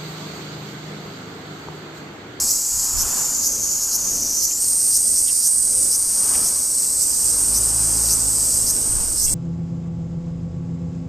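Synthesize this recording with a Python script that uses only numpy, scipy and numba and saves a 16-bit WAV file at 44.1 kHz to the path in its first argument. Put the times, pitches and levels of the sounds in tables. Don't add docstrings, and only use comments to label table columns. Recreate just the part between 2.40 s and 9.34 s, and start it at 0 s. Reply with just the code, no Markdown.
import sys
import numpy as np
from scipy import signal
from scipy.fft import rfft, irfft
from scipy.io import wavfile
from scipy.ndimage import uniform_filter1d
from numba import njit

SR = 44100
rng = np.random.default_rng(int(sys.argv[2]) if len(sys.argv) > 2 else 0)


def level_to_linear(level):
    exponent = np.asarray(level, float) / 20
    return 10 ** exponent


def generate_wav(signal):
    frames = np.transpose(np.atleast_2d(signal))
    scaled = np.clip(frames, -1, 1) * 32767
    pcm = np.round(scaled).astype(np.int16)
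    wavfile.write(sys.argv[1], SR, pcm)


N = 306054
T = np.arange(N) / SR

# (time [s], abdomen resonance [Hz], level [dB], ribs per stroke [count], looseness [0-1])
SONG = [(0, 7500, -22, 6.5, 1), (.4, 7240, -23.3, 6, 1), (.92, 6870, -22.3, 6, .8),
        (1.25, 6550, -24, 5.5, .8), (1.45, 6580, -24, 5.5, .85), (1.8, 6100, -23, 5.5, .9),
        (2.08, 6300, -24, 5.5, .85), (2.17, 7560, -23, 6, .85), (2.22, 8420, -18, 6, .2),
        (2.34, 8530, -17.8, 6, 0), (3.42, 8690, -17.6, 6, 0), (3.5, 8640, -18.5, 7, 0),
        (4.05, 8740, -18.2, 6, 0), (4.13, 8760, -20.5, 6, 0), (4.6, 8390, -19.8, 7.4, .45),
        (5.15, 8570, -18.2, 6.4, .6), (5.85, 8490, -19.5, 6.6, .6), (6.94, 8440, -19.5, 7, .5)]
# (time [s], peak level [dB], resonance [Hz])
TICKS = [
    (2.1111, -36, 2230),
    (2.8838, -30, 3330),
    (2.8965, -27.5, 2390),
    (3.953, -29, 2010),
    (3.9654, -56, 1830),
    (4.4433, -38, 2340),
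    (6.882, -31, 2850),
]
OPPOSED = np.array([[1], [-1]])


def level(x, db):
    return x * level_to_linear(db) / np.sqrt(np.mean(x ** 2))


def read(table):
    s, *columns = np.transpose(table)
    return [np.interp(T, s, c) for c in columns]


def bump(s, half_s):
    return np.exp(-.5 * ((T - s) / half_s) ** 2)


def bumps(table):
    return sum(db * bump(s, half_s) for s, db, half_s in table)


def colour(x, points):
    hz, db = np.transpose(points)
    bins = np.maximum(np.arange(N // 2 + 1) * SR / N, 1)
    gain = level_to_linear(np.interp(np.log(bins), np.log(hz), db))
    return level(irfft(rfft(x) * gain, N), 0)


@njit
def svf(x, hz, width):
    y, band, low = np.empty(len(x)), 0., 0.
    for i in range(len(x)):
        g, k = np.tan(np.pi * hz[i] / SR), width / hz[i]
        v = (band + g * (x[i] - low)) / (1 + g * (g + k))
        band, low, y[i] = 2 * v - band, low + 2 * g * v, k * v
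    return y


def ring(x, hz, width_hz):
    hz = hz * np.ones(N)
    once = svf(x, hz, float(width_hz))
    return svf(once, hz, float(width_hz))


def walk(rate):
    k = int(SR / rate)
    held = np.repeat(rng.standard_normal(400), k)[:N + k]
    return 1.365 * uniform_filter1d(uniform_filter1d(held, k), k)[:N]


def beats(rate):
    phase = np.cumsum(rate * np.ones(N)) / SR
    return np.interp(np.arange(1, int(phase[-1])), phase, T)


def clicks(seconds, size):
    at = np.clip(seconds * SR, 8, N - 9)
    taps = at.astype(int)[:, None] + np.arange(-7, 9)
    lag = taps - at[:, None]
    shape = np.sinc(lag) * np.cos(np.pi * lag / 16) ** 2
    return np.bincount(taps.ravel(), (size[:, None] * shape).ravel(), N)


def spread(x, echo_db, t60, lean=0.):
    t = np.arange(SR // 5) / SR
    tails = rng.standard_normal((5, len(t))) * level_to_linear(-60 * t / t60) * (t > .0003)
    tails = tails / np.sqrt(np.sum(tails ** 2, axis=1, keepdims=True))
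    opposed, *common = signal.fftconvolve(x[None], tails, axes=1)[:, :N]
    sway = np.array([walk(4.5) for _ in common])
    common = np.sum(sway * common, axis=0) / np.sqrt(np.sum(sway ** 2, axis=0))
    mid = (x + level_to_linear(echo_db) * common) / np.sqrt(1 + level_to_linear(2 * echo_db))
    return mid + (level_to_linear(-10) * opposed - lean * mid) * OPPOSED


def wide(points, side_db):
    mid, side = (colour(rng.standard_normal(N), points) for _ in range(2))
    return mid + level_to_linear(side_db) * side * OPPOSED


def cicada():
    # (size [dB], lateness [us])
    rib_shape = [(0, 2), (-6, 59), (-5.5, -31), (0.5, 64), (-5, 19), (-6, -48), (0, 37), (4, -10)]
    # (time [s], rate [1/s])
    click_rate = [(0, 520), (.4, 553), (.9, 580), (1.25, 590), (1.45, 510), (2.2, 514), (2.34, 499),
                  (2.6, 488), (2.9, 482), (3.45, 478), (4.25, 473), (4.6, 465), (4.9, 463), (5.15, 469),
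                  (5.55, 466), (5.85, 473), (6.94, 471)]
    # (frequency [Hz], width [Hz], level [dB])
    shell = [(6115, 80, 6), (6620, 80, 3), (7085, 70, 7), (7820, 150, 0), (8440, 200, -3), (8960, 160, -5),
             (9350, 200, 0), (10150, 250, 4)]
    # (time [s], change [dB], half length [s])
    sways = [(.68, -3.5, 0.078), (2.267, -1.5, 0.021), (2.52, 1.3, .05), (2.66, 0.3, .05),
             (2.97, -2, 0.061), (3.47, -2, 0.026), (3.662, -1, 0.14), (4.746, -2.2, .05),
             (4.86, 1.6, 0.074), (6.13, 2, .06), (6.38, -1, 0.085), (6.72, -2.5, 0.16), (6.94, 1.5, .08)]
    hz, song_db, ribs, looseness = read(SONG)
    loose_ribs, late_us, scatter_db = 2.1 * looseness ** 1.5, 12 + 30 * looseness, 2
    song_db = song_db + bumps(sways)
    s = beats(read(click_rate)[0] * (1 + 0.000556 * walk(9)))
    i = (s * SR).astype(int)
    chance = rng.standard_normal((5000, 5))[:len(s)].T
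    count = np.clip(np.round(ribs[i] + loose_ribs[i] * chance[0]), 1, len(rib_shape)).astype(int)
    rib = np.zeros(len(s), int)
    for k in range(1, len(s)):
        following = rib[k - 1] + 1
        rib[k] = following if following < count[k] else 0
    size_db, lag_us = np.transpose(rib_shape)[:, rib]
    uneven = .58
    size_db, lag_us = size_db * uneven, lag_us * 1.22 * uneven
    near_us = lag_us + late_us[i] * chance[1]
    near = clicks(s + 1e-6 * near_us, level_to_linear(size_db + scatter_db * chance[2]))
    far_us = 1130 - lag_us + late_us[i] * chance[3]
    far = clicks(s + 1e-6 * far_us, level_to_linear(np.roll(size_db, 3) - 8 + scatter_db * chance[4]))
    body = ring(ring(near + far, .93 * hz, 1400), 1.06 * hz, 1400)
    slack = np.clip((8300 - hz) / 900, .08, 1)
    modes = sum(level_to_linear(db) * svf(body, f * np.ones(N), 1. * width) for f, width, db in shell)
    heard = spread(body + slack * modes, echo_db=-1.5, t60=.035, lean=.17)
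    loud = np.sqrt(uniform_filter1d(np.mean(heard, axis=0) ** 2, SR // 8) + 1e-18)
    return heard / loud * level_to_linear(song_db - .6 + .5 * walk(14))


def grove():
    # (frequency [Hz], density [dB per Hz])
    chorus = [(2500, -26), (3500, -27), (4100, -15), (4800, -5), (5500, -1), (6300, 0.5), (7200, 0.5),
              (8500, -2), (10300, -7), (11200, -6), (12300, -6.5), (13800, -8), (15000, -7)]
    # (time [s], change [dB], half length [s])
    swells = [(0, 3.5, 0.18), (1.803, 0, 0.16), (2.3, 2, 0.5), (3.85, 1.5, 0.19), (6.147, 1.5, 0.64),
              (6.518, -3.5, 0.14), (6.94, -1.5, 0.074)]
    grain_db = 1.88 * rng.standard_normal(N // 30 + 1).repeat(30)[:N]
    grain = rng.standard_normal(N) * level_to_linear(grain_db)
    sizzle = spread(colour(grain, chorus), echo_db=-10.0, t60=0.1, lean=0.025)
    return sizzle * level_to_linear(-33.5 + bumps(swells) + 9.0 + 0.94 * walk(10))


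def traffic():
    # (time when nearest [s], tyre level [dB], rumble level [dB], distance over speed [s])
    cars = [
        (0, -40, -58, 0.067),
        (.7, -39, -48, 0.22),
        (1.55, -47, -42, 0.31),
        (3.98, -42.5, -43.5, 0.13),
        (5.4, -38.5, -40, 0.22),
        (6.15, -49, -41.5, 0.55),
        (6.58, -43, -45, 0.08),
        (6.96, -44, -31, 0.018),
    ]
    # (frequency [Hz], density [dB per Hz])
    rumble_colour = [(20, -3), (60, 2.5), (150, -4), (270, 0), (400, -5), (560, -5), (700, -11),
                     (1000, -22)]
    # (frequency [Hz], density [dB per Hz])
    tyre_colour = [(300, -2), (600, -8.5), (800, 1.5), (1100, 0.5), (1500, -2), (2000, -11), (3000, -9.5),
                   (4500, -15.5)]
    near = np.array([1 / (1 + ((T - s) / span) ** 2) for s, _, _, span in cars])
    _, tyre_db, rumble_db, _ = np.transpose(cars)
    hiss = np.sqrt(level_to_linear(2 * -57.5) + level_to_linear(2 * tyre_db) @ near)
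    roll = np.sqrt(level_to_linear(2 * -45.5) + level_to_linear(2 * rumble_db) @ near)
    rumble = wide(rumble_colour, side_db=-11) * roll * level_to_linear(1.5 + 1.8 * walk(6) - .9 * OPPOSED)
    tyres = wide(tyre_colour, side_db=-11) * hiss * level_to_linear(1.5 + 1.3 * walk(5))
    return rumble + tyres


def wind():
    # (time [s], level [dB], half length [s])
    gusts = [(.05, -47, 0.085), (0.36, -45.5, 0.059), (0.598, -38.5, 0.066), (2.837, -51.5, 0.089),
             (3.22, -48, 0.046), (3.7, -53.5, 0.12), (5.28, -50, .05), (6.07, -45.5, .07),
             (6.32, -40.5, 0.058), (6.56, -35.5, 0.064), (6.752, -41.5, 0.12), (6.92, -32, 0.06)]
    breeze_power = level_to_linear(2 * -60.5)
    force = np.sqrt(breeze_power + sum((level_to_linear(db) * bump(s, half_s)) ** 2 for s, db, half_s in gusts))
    air = wide([(10, -6), (25, 0), (50, -3), (110, -9), (250, -26), (600, -50)], side_db=-1.5)
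    return air * force * level_to_linear(3.5 + 2.5 * walk(12))


def neighbour():
    # (time of the end [s], level [dB], length [s])
    zips = [(0.119, -21, 0.052), (0.63, -23, 0.077), (0.697, -30, 0.041), (1.082, -22.5, 0.071),
            (1.448, -26.5, 0.048), (1.564, -21, 0.059), (2.055, -21.5, 0.055), (2.578, -22, 0.071),
            (2.803, -27, 0.066), (3.081, -23, 0.076), (3.564, -23.5, 0.071), (4.092, -25, 0.076),
            (4.64, -26.5, 0.052), (4.84, -32, .05), (5.186, -23, 0.062), (5.741, -20.5, 0.066),
            (6.15, -29.5, 0.056), (6.313, -21, 0.058), (6.86, -24, 0.11)]
    zip_clicks_db = (0, -1, -8)
    s = beats(498. * (1 + .01 * walk(12)))
    chance = rng.standard_normal((5000, 2))[:len(s)].T
    size_db = np.array(zip_clicks_db)[np.arange(len(s)) % 3] + 0.93 * chance[0]
    train = clicks(s + 40e-6 * chance[1], level_to_linear(size_db))
    swell, upper, climb = np.zeros(N), np.zeros(N), np.zeros(N)
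    for end, db, length in zips:
        u = np.clip(1 + (T - end) / length, 0, 1) * (T < end + .004)
        stop = np.clip(1 - (T - end) / 0.00081, 0, 1)
        shape = level_to_linear(db) * np.minimum(u / 0.94, 1) ** 0.72 * stop
        swell = swell + shape
        upper = upper + shape * level_to_linear(-1.5) * u ** 0.06
        climb = climb + u
    low = level(ring(ring(train, 5860, 4800), 4700 + 1850 * climb, 1900), 0)
    high = level(ring(train, 10300 + 2300 * climb, 9400), 0)
    return spread(swell * low + upper * high, echo_db=-6, t60=0.05, lean=0.051)


def grip():
    out = 0
    for s, db, hz in TICKS:
        rattle = rng.standard_normal(N) * level_to_linear(-60 * np.abs(T - s - .001) / 0.084)
        centre_hz = .6 * hz + 1150
        tick = ring(ring(rattle, centre_hz, 2600), centre_hz, 2600)
        out = out + level_to_linear(db) * tick / np.abs(tick).max()
    return spread(out, echo_db=-6, t60=0.02)


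def lorry():
    # (time [s], firing rate [Hz], level [dB], second order level [dB])
    engine = [
        (4.5, 52.15, -48, -66),
        (4.8, 53.1, -50, -49),
        (5.12, 53.1, -33.5, -44),
        (5.45, 54.9, -35.5, -38.5),
        (5.62, 55.1, -34, -40.5),
        (5.94, 52.9, -39, -41.5),
        (6.3, 52.44, -45, -42),
        (6.55, 52.3, -52, -43),
    ]
    # (multiple of the firing rate, level re second order [dB])
    orders = [(3, -7), (4, -15), (5, -12.5)]
    hz, first_db, second_db = read(engine)
    turn = 2 * np.pi * np.cumsum(hz) / SR
    drone = level_to_linear(first_db) * np.sin(turn) + level_to_linear(second_db + 1.9 * walk(6.1)) * np.sin(2 * turn)
    drone = drone + sum(level_to_linear(second_db + db + 1.15 * walk(5.1)) * np.sin(k * turn) for k, db in orders)
    start, end = engine[0][0], engine[-1][0]
    passing = np.interp(T, [start - .1, start + .1, end, end + 0.15], [0, 1, 1, 0])
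    return np.sqrt(2) * drone * passing


def scene():
    return cicada() + grove() + traffic() + wind() + neighbour() + grip() + lorry()


def narrow(side, hz, s):
    # (start [s], end [s])
    wide_moments = [(.098, .17), (.553, .649), (.707, .79), (.81, .873), (.932, 1.132), (1.213, 1.38),
                    (1.628, 1.71), (1.952, 2.088), (2.653, 2.72), (2.925, 2.98), (3.159, 3.24),
                    (3.435, 3.5), (4.596, 4.8), (4.84, 4.91), (5.757, 5.89), (6.775, 6.855)]
    # (frequency [Hz], gain [dB])
    ports = [(30, 0), (150, 2), (400, -.5), (1500, 0), (4500, 1), (6000, -.5), (7500, 2), (9500, 3.5),
             (11000, 5.5), (14000, 5.5)]
    keep = hz[:, None] < 420 * level_to_linear(3.5 * rng.standard_normal(len(s)))
    for start, end in wide_moments:
        some = rng.random(len(hz) // 6 + 1).repeat(6)[:len(hz)] < .5
        keep = keep | np.outer((hz > 4300) | (hz < 1300) | some, (s > start) & (s < end))
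    for at, _, tick_hz in TICKS:
        keep = keep | np.outer(np.abs(hz - tick_hz) < 450, np.abs(s - at) < .03)
    song_hz = np.interp(s, *np.transpose(SONG)[:2])
    patch = rng.random((len(hz) // 10 + 1, len(s) // 9 + 1)).repeat(10, axis=0).repeat(9, axis=1)
    in_song = (np.abs(hz[:, None] - song_hz) < 650) & (s > 2.2)
    keep = keep | (patch[:len(hz), :len(s)] < .26) & in_song
    whine = ((hz > 7500) & (hz < 9600))[:, None] * (s > 2.3)
    odds = .004 + .03 * (hz < 4300)[:, None] + .14 * whine
    stray = rng.random((len(hz) // 10 + 1, len(s) // 2 + 1)).repeat(10, axis=0).repeat(2, axis=1)
    side = side * np.where(keep, 1, level_to_linear(-9))
    keep = keep | (stray[:len(hz), :len(s)] < odds)
    port_hz, port_db = np.transpose(ports)
    return side * keep * level_to_linear(np.interp(np.log(hz + 1), np.log(port_hz), port_db))[:, None]


def faint_patches(mid, hz):
    # (lower edge [Hz], upper edge [Hz], threshold re surroundings [dB])
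    from_hz, to_hz, under_db = (1400, 4200, -1.0)
    power = uniform_filter1d(uniform_filter1d(np.abs(mid) ** 2, size=4, axis=0), size=5, axis=1)
    around = np.exp(uniform_filter1d(np.log(power + 1e-18), size=21, axis=0))
    return (power < around * level_to_linear(2 * under_db)) & ((hz > from_hz) & (hz < to_hz))[:, None]


def top_edge(s):
    # (time [s], depth [Hz])
    sags = [
        (1.42, 430),
        (3.27, 500),
        (3.72, 500),
        (4.93, 380),
        (6.13, 680),
    ]
    fall_s, back_s = .07, .16
    sag_hz = sum(np.interp(s - at, [-fall_s, 0, back_s], [0, depth, 0]) for at, depth in sags)
    return 14320 - 70 - sag_hz


def roll_off(x):
    return signal.sosfilt(signal.butter(12, 15430, fs=SR, output="sos"), x)


def record(dry):
    mid_side = np.array([dry[0] + dry[1], dry[0] - dry[1]]) / 2
    hz, s, (mid, side) = signal.stft(mid_side, SR, nperseg=2048)
    side = narrow(side, hz, s)
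    faint = faint_patches(mid, hz)
    mid, side = mid * ~faint, side * ~faint
    passed = hz[:, None] < top_edge(s)
    pair = signal.istft(np.array([mid + side, mid - side]) * passed, SR, nperseg=2048)[1][:, :N]
    return roll_off(pair)


dry = scene()
out = record(dry)
generate_wav(out)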